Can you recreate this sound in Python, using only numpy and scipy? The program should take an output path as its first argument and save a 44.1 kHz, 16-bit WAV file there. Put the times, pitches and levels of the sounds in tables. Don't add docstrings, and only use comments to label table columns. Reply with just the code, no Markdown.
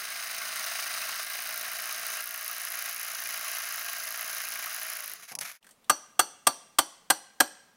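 import sys
import numpy as np
from scipy import signal
from scipy.fft import rfft, irfft, next_fast_len
from scipy.io import wavfile
from scipy.ndimage import map_coordinates

SR = 44100
rng = np.random.default_rng(int(sys.argv[2]) if len(sys.argv) > 2 else 0)


def int16_out(signal):
    q = np.round(np.clip(np.atleast_2d(signal).T, -1, 1) * 32767)
    wavfile.write(sys.argv[1], SR, q.astype(np.int16))


N = 342216
T = np.arange(N) / SR
CHANGE_S, CHANGE_FADE_S = 5.603, 0.04


def amp(db):
    return 10 ** (np.asarray(db) / 20)

def unit(x):
    return x / np.sqrt(np.mean(x ** 2) + 1e-20)

def along(points, hz):
    f, v = np.transpose(points)
    return np.interp(np.log(hz + 1), np.log(f + 1), v)

def wobble(rate):
    return map_coordinates(rng.standard_normal(int(N * rate / SR) + 4), [T * rate])

def noise(spectrum, size=N):
    m = next_fast_len(size)
    gain = amp(along(spectrum, np.fft.rfftfreq(m, 1 / SR)))
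    return unit(irfft(rfft(rng.standard_normal(m)) * gain, m)[:size])

def until(end, fade):
    return np.clip((end - T) / fade, 0, 1)

def add(track, s, sound):
    part = track[round(s * SR):][:len(sound)]
    part += sound[:len(part)]

def ring(modes, t, scatter_db):
    return sum(amp(db + scatter_db * rng.normal() - 60 * t / t60)
               * np.sin(2 * np.pi * (hz * t + rng.random())) for hz, db, t60 in modes)

def burst(t, rise, hold, t60):
    return np.clip(t / rise, 0, 1) * amp(-60 * np.maximum(t - hold, 0) / t60)


# frequency in Hz, relative spectral density in dB.
AIR_SPECTRUM = [(18, -24.5), (30, -9), (64, -20), (215, -2), (364, -11.5), (415, -7.5), (937, -9.5),
                (1220, -10), (1540, -15), (2230, -14.5), (3870, -19), (11700, -22.5), (16000, -26)]
def still_air():
    fade_in = 1 - until(CHANGE_S + CHANGE_FADE_S, CHANGE_FADE_S)
    return amp(-66 + 0.64 * wobble(12)) * noise(AIR_SPECTRUM) * fade_in


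# frequency in Hz, reverberation time in seconds.
ECHO_T60 = [(200, 0.1), (1200, 0.83), (4000, 0.66), (5900, 0.77), (8500, 0.52), (14000, 0.28)]
# frequency in Hz, relative level of the echo in dB.
ECHO_COLOUR = [(150, 20.5), (700, -1.5), (1200, -8.5), (2500, -2.5), (6000, -2), (8500, -1), (11000, 0),
               (15000, -2.5)]
def forest(x):
    hz, t, z = signal.stft(rng.standard_normal(SR), SR, nperseg=256)
    decay = amp(along(ECHO_COLOUR, hz)[:, None] - 60 * t / along(ECHO_T60, hz)[:, None])
    onset = np.clip(t / 0.014, 0, 1) * (1 + 4 * np.exp(-t / 0.015))
    tail = signal.istft(z * decay * onset, SR, nperseg=256)[1]
    return signal.fftconvolve(x, tail / np.linalg.norm(tail))[:N]


# frequency in Hz, relative density in dB.
CRACK_SPECTRUM = [(1180, -31.5), (2000, -4.5), (2200, -17), (3230, -4), (3650, -12), (4410, -6.5),
                  (4820, -11), (5930, -7.5), (6940, -12), (7700, -8.5), (8400, -0.5), (11000, -14),
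                  (12300, -16), (13300, -7.5), (16000, -25)]
# start in seconds, relative level in dB, pitch in Hz.
STONE_CLICKS = [(5.6274, -50, 3130), (5.644, -44.5, 1870), (5.667, -40.5, 1590), (5.69, -41, 1570),
                (5.709, -41, 8400), (5.8433, -48, 3960)]
def stones():
    out, t = np.zeros(N), np.arange(SR // 10) / SR
    for s, db, hz in STONE_CLICKS:
        envelope = burst(t, 0.0007, 0.00096, 0.014) + 0.26 * burst(t, 0.0027, 0.0069, 0.17)
        click = noise(CRACK_SPECTRUM, len(t)) * envelope
        band = [(hz / 2, -27), (hz, 0), (hz * 1.001, -4.5), (hz * 2, -27)]
        note = noise(band, len(t)) * burst(t, 0.0011, 0.001, 0.053)
        add(out, s, amp(db - 11.5) * (click + note))
    return out


# frequency in Hz, relative level in dB, T60 in seconds.
STEEL_MODES = [(1344, -3, 0.14), (2730, -0.5, 0.088), (3352, -4.5, 0.066), (4470, 6, 0.11),
               (5805, -6.5, 0.35), (6030, -3, 0.28), (8000, 3, .08), (8300, -12, .09), (8100, -14, .08)]
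# frequency in Hz, relative level in dB, T60 in seconds.
ROCK_MODES = [(279, -16, 0.139), (339, -13.5, 0.12), (437, -10, 0.0911), (532, -6, 0.083), (580, -3, 0.047),
              (745, -3.5, 0.11), (850, -10, 0.12), (990, -17.5, .08)]
# frequency in Hz, relative density in dB.
THUD_SPECTRUM = [(40, -29.5), (120, -29), (290, -7), (450, -13.5), (780, 1), (1020, 1), (1300, -2),
                 (1650, 0), (1850, -22), (2400, -12.5), (5000, -55.5)]
# time in seconds, gain in dB, knock pitch in Hz, then knock, thud and crack gains in dB.
CHISEL_BLOWS = [(5.897, -4, 1212, -10, -14, -13), (6.193, -1.5, 1223, -16, -16, -14),
                (6.469, -1.5, 1180, -15.5, -16, -14), (6.786, -3, 1195, -15.5, -14.5, -11.5),
                (7.102, -1.5, 1601, -16, -15, -13.5), (7.403, -2, 1640, -13, -13.5, -12.5)]
def hammer_and_chisel():
    out, t = np.zeros(N), np.arange(SR * 3 // 4) / SR
    ring_db, loss_db = -27, 1.4
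    crack_shape = burst(t, 0.0016, 0.0068, 0.025) + 0.1055 * burst(t, 0.0093, 0.012, 0.091)
    crush_shape = burst(t, 0.0065, 0.0086, 0.038) + 0.1 * burst(t, 0.012, 0.015, 0.175)
    seating = amp(-25 * np.clip(1 - t / 0.002214, 0, 1))
    for struck, (s, db, knock_hz, knock_db, thud_db, crack_db) in enumerate(CHISEL_BLOWS):
        crack = amp(crack_db) * noise(CRACK_SPECTRUM, len(t)) * crack_shape
        crush = noise(THUD_SPECTRUM, len(t)) * crush_shape
        rock = ring(ROCK_MODES, t, scatter_db=0.5) * np.clip(t / 0.004, 0, 1)
        thud = amp(thud_db - 1.4) * (crush + 0.5 * rock)
        knock = amp(knock_db + 2) * np.sin(2 * np.pi * knock_hz * t) * burst(t, 0.0043, 0.0045, 0.052)
        steel = amp(ring_db - loss_db * struck) * ring(STEEL_MODES, t, scatter_db=2)
        add(out, s - 0.0015, amp(db) * seating * (crack + thud + knock + steel))
    return out


# start in seconds, length in seconds, level in dB.
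BIT_TUGS = [(5.219, 0.02, -46.5), (5.275, 0.049, -44), (5.404, 0.032, -37.5), (5.442, 0.077, -40.5),
            (5.529, 0.037, -53)]
# start in seconds, level in dB.
SOIL_SPILLS = [(5.311, -50), (5.37, -55), (5.41, -60)]
# frequency in Hz, relative density in dB.
SCRAPE_SPECTRUM = [(300, -41), (680, -6), (850, -13), (1450, -1.5), (1850, -2), (2200, 1.5), (2700, -6),
                   (3500, -9), (4400, -8), (6500, -4.5), (8100, -15.5), (11700, -2), (13300, -22),
                   (15200, -8), (16400, -34)]
SOIL_SPECTRUM = [(40, -26), (90, -17), (150, 2), (300, -7), (450, -8), (750, 1), (1100, -3), (2000, -52)]
def withdrawal():
    sag_db_per_s = 45
    tugs = sum(amp(db - sag_db_per_s * np.maximum(T - s, 0)) * burst(T - s, 0.011, length, 0.083)
               for s, length, db in BIT_TUGS)
    spills = sum(amp(db) * burst(T - s, 0.0077, 0.0077, 0.31) for s, db in SOIL_SPILLS)
    grain = unit(amp(2.3 * wobble(520) + 1.7 * wobble(120)))
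    scrape = tugs * grain * noise(SCRAPE_SPECTRUM)
    return (scrape + spills * noise(SOIL_SPECTRUM)) * until(CHANGE_S, CHANGE_FADE_S)


# start in seconds, relative level in dB.
RIM_CLACKS = [(5.3194, -32.5), (5.352, -22), (5.388, -21.5), (5.4108, -23)]
# frequency in Hz, relative density in dB.
CLACK_SPECTRUM = [(150, -45), (600, -20.5), (2100, -11.5), (3900, -20.5), (5000, -6), (5900, -4),
                  (7100, -14), (8700, -13), (9400, -11), (10600, -2.5), (12600, -22), (16000, -14.5),
                  (16500, -54.5)]
def clacks():
    out, t = np.zeros(N), np.arange(SR // 16) / SR
    envelope = burst(t, 0.00045, 0.00081, 0.017) + 0.095 * burst(t, 0.00126, 0.0022, 0.057)
    for s, db in RIM_CLACKS:
        add(out, s, amp(db - 5.5) * noise(CLACK_SPECTRUM, len(t)) * envelope)
    return out


USUAL_BITE_DB, STRIKE_HZ = -38.5, 57.68
RELEASE_S, STRIKER_STOP_S = 4.92, 5.16
# time in seconds, level in dB.
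BITE_LEVELS = [(0.0, -39), (0.72, -36), (1.22, -36), (1.24, -39), (2.21, -37), (2.24, -42), (2.28, -41),
               (2.87, -38), (2.96, -40), (3.41, -38), (4.66, -39), (4.88, -40)]
def bite():
    return np.interp(T, *np.transpose(BITE_LEVELS))

def motor():
    sag_hz_per_db, coast_hz_per_s, coast_db_per_s, idle_db = 0.5, 32, 22, -5
    coasting = np.maximum(T - RELEASE_S, 0)
    striking = until(STRIKER_STOP_S, 0.023)
    rate = STRIKE_HZ - sag_hz_per_db * (bite() - USUAL_BITE_DB) - coast_hz_per_s * coasting
    level_db = bite() - coast_db_per_s * coasting + idle_db * (1 - striking)
    return level_db, np.maximum(rate, 1), striking


# frequency in Hz, relative density in dB.
GROUND_SPECTRUM = [(30, -27), (80, -15), (130, -4), (200, 0), (230, -3.5), (290, -9), (400, 2), (480, -1.5),
                   (600, -31), (1000, -78)]
def ground_rumble():
    return amp(-74.5 + 0.61 * (bite() - USUAL_BITE_DB) + 3.2 * wobble(7.2)) * noise(GROUND_SPECTRUM)


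def chips():
    out, t = np.zeros(N), np.arange(SR // 16) / SR
    level_db = motor()[0]
    for when, pitch, size in rng.random((70, 3)):
        s = 5.1 * when
        clink = np.sin(2 * np.pi * 1100 * 2.6 ** pitch * t) * burst(t, 0.0027, 0.0051, 0.058)
        add(out, s, amp(level_db[round(s * SR)] - 6 + 7.1 * size ** 2) * clink)
    return out


# frequency in Hz, relative density in dB.
TICK_SPECTRUM = [(100, -56), (500, -12), (2500, -21.5), (5500, -9), (8000, -18), (10500, 2.5), (12400, 3),
                 (13200, -1.5), (14500, 2.5), (15900, -3.5), (16400, -43)]
def striker_ticks(blow, since, scatter):
    force = amp(2.2 * np.tanh(scatter) + 1.2 * (-1) ** blow)
    envelope = burst(since, 0.00025, 0.0011, 0.0029) + 0.13 * burst(since, 0.001, 0.001, 0.055)
    seated_s = 1.75
    return amp(-43 - 6.5 * until(seated_s, seated_s)) * unit(force * envelope) * noise(TICK_SPECTRUM)


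# frequency in Hz, relative density in dB.
SHALLOW_SPECTRUM = [(1760, -20), (3000, -4.5), (3330, -8), (3890, 4), (4410, 0.5), (5000, 5), (5840, 0.5),
                    (6300, 5), (7460, -11), (8700, 2), (9460, -3.5), (10400, 0.5), (13100, -13), (15100, 2),
                    (16000, -8)]
DEEP_SPECTRUM = [(1760, -41), (3000, -4), (3450, -8.5), (3910, 1), (4470, -2.5), (4930, 2.5), (5800, 1),
                 (6300, 4.5), (8000, -11), (10100, 0.5), (10800, 1), (12200, -3.5), (13300, -25),
                 (15100, 1), (16000, -9)]
def grinding(drive):
    depth = np.clip((T - 1.2) / 1.83, 0, 1)
    grit = np.sqrt(1 - depth) * noise(SHALLOW_SPECTRUM) + np.sqrt(depth) * noise(DEEP_SPECTRUM)
    return grit * unit(np.sqrt(drive) * amp(2.57 * wobble(900)))


# multiple of the strike rate, relative level in dB.
GEAR_ORDERS = [(3, -39.5), (4, -33.5), (8, -33.5), (9, -34), (11, -18.5), (12, -23), (20, -18.5), (24, -11),
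               (28, -7.5), (36, -12)]
def gear_whine(turns):
    tones = sum(amp(db + 1.95 * wobble(9)) * np.sin(2 * np.pi * order * turns + 0.76 * wobble(30))
                for order, db in GEAR_ORDERS)
    return tones * until(STRIKER_STOP_S, 0.15)


def recoil_drive(since, scatter, striking):
    impact = 0.38 * burst(since, 0.00048, 0.0016, 0.028)
    housing = burst(since - 0.0028, 0.00033, 0.0011, 0.021)
    piston = 0.5 * burst(since - 0.0088, 0.00048, 0.0016, 0.053)
    recoil = unit((impact + housing + piston) * amp(1.4 * scatter))
    in_step = 0.21 * striking + 0.14 * (1 - striking)
    return np.sqrt(1 - in_step + in_step * recoil ** 2)


# frequency in Hz, relative density in dB.
CASING_SPECTRUM = [(80, -62), (400, -37), (585, -18), (650, -4), (720, -6), (790, -15.5), (960, -11),
                   (1100, -1.5), (1650, -0.5), (2130, -0.5), (2400, -4), (2850, -3.5), (3400, -13.5),
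                   (9000, -49)]
def casing_ring(blow, scatter):
    t = np.arange(SR // 20) / SR
    response = noise(CASING_SPECTRUM, len(t)) * burst(t - 0.002, 0.00044, 0.00086, 0.059)
    impulses = np.diff(blow, prepend=0) * amp(2.65 * scatter)
    return unit(signal.fftconvolve(impulses, response)[:N])

def drill():
    level_db, rate, striking = motor()
    turns = np.cumsum(rate * (1 + 0.0031 * wobble(25))) / SR
    blow, since = turns.astype(int), turns % 1 / rate
    tick_scatter, body_scatter = rng.standard_normal((600, 2))[blow].T
    drive = recoil_drive(since, body_scatter, striking)
    pings = casing_ring(blow, body_scatter) * striking
    catch = amp(1.66 * np.sin(2 * np.pi * 0.47 * turns + 0.72 * wobble(5)) + 0.61 * wobble(30))
    whine = gear_whine(turns)
    rattle = 0.89 * noise(CASING_SPECTRUM) * drive + 0.45 * pings
    gearbox = amp(level_db - 3.5) * (catch * rattle + whine)
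    grit = amp(level_db - 1.33) * catch * grinding(drive)
    ticks = striker_ticks(blow, since, tick_scatter) * striking
    low_cut = signal.butter(2, 150, "high", fs=SR, output="sos")
    radiated = signal.sosfilt(low_cut, gearbox + grit + ticks)
    return (radiated + ground_rumble()) * until(5.3, 0.054)


def scene():
    blows = hammer_and_chisel() + stones()
    air = still_air()
    drilling = drill() + chips() + withdrawal() + clacks()
    return (drilling + blows + amp(-16) * forest(blows) + air)[None]

def record(dry):
    ceiling, top_hz, edge_hz = 0.65, 16250, 400
    rounded = dry / (1 + (dry / ceiling) ** 4) ** 0.25
    m = next_fast_len(N + 8192)
    passband = np.clip((top_hz - np.fft.rfftfreq(m, 1 / SR)) / edge_hz, 0, 1)
    return irfft(rfft(rounded, m) * passband, m)[..., :N]


dry = scene()
out = record(dry)
int16_out(out)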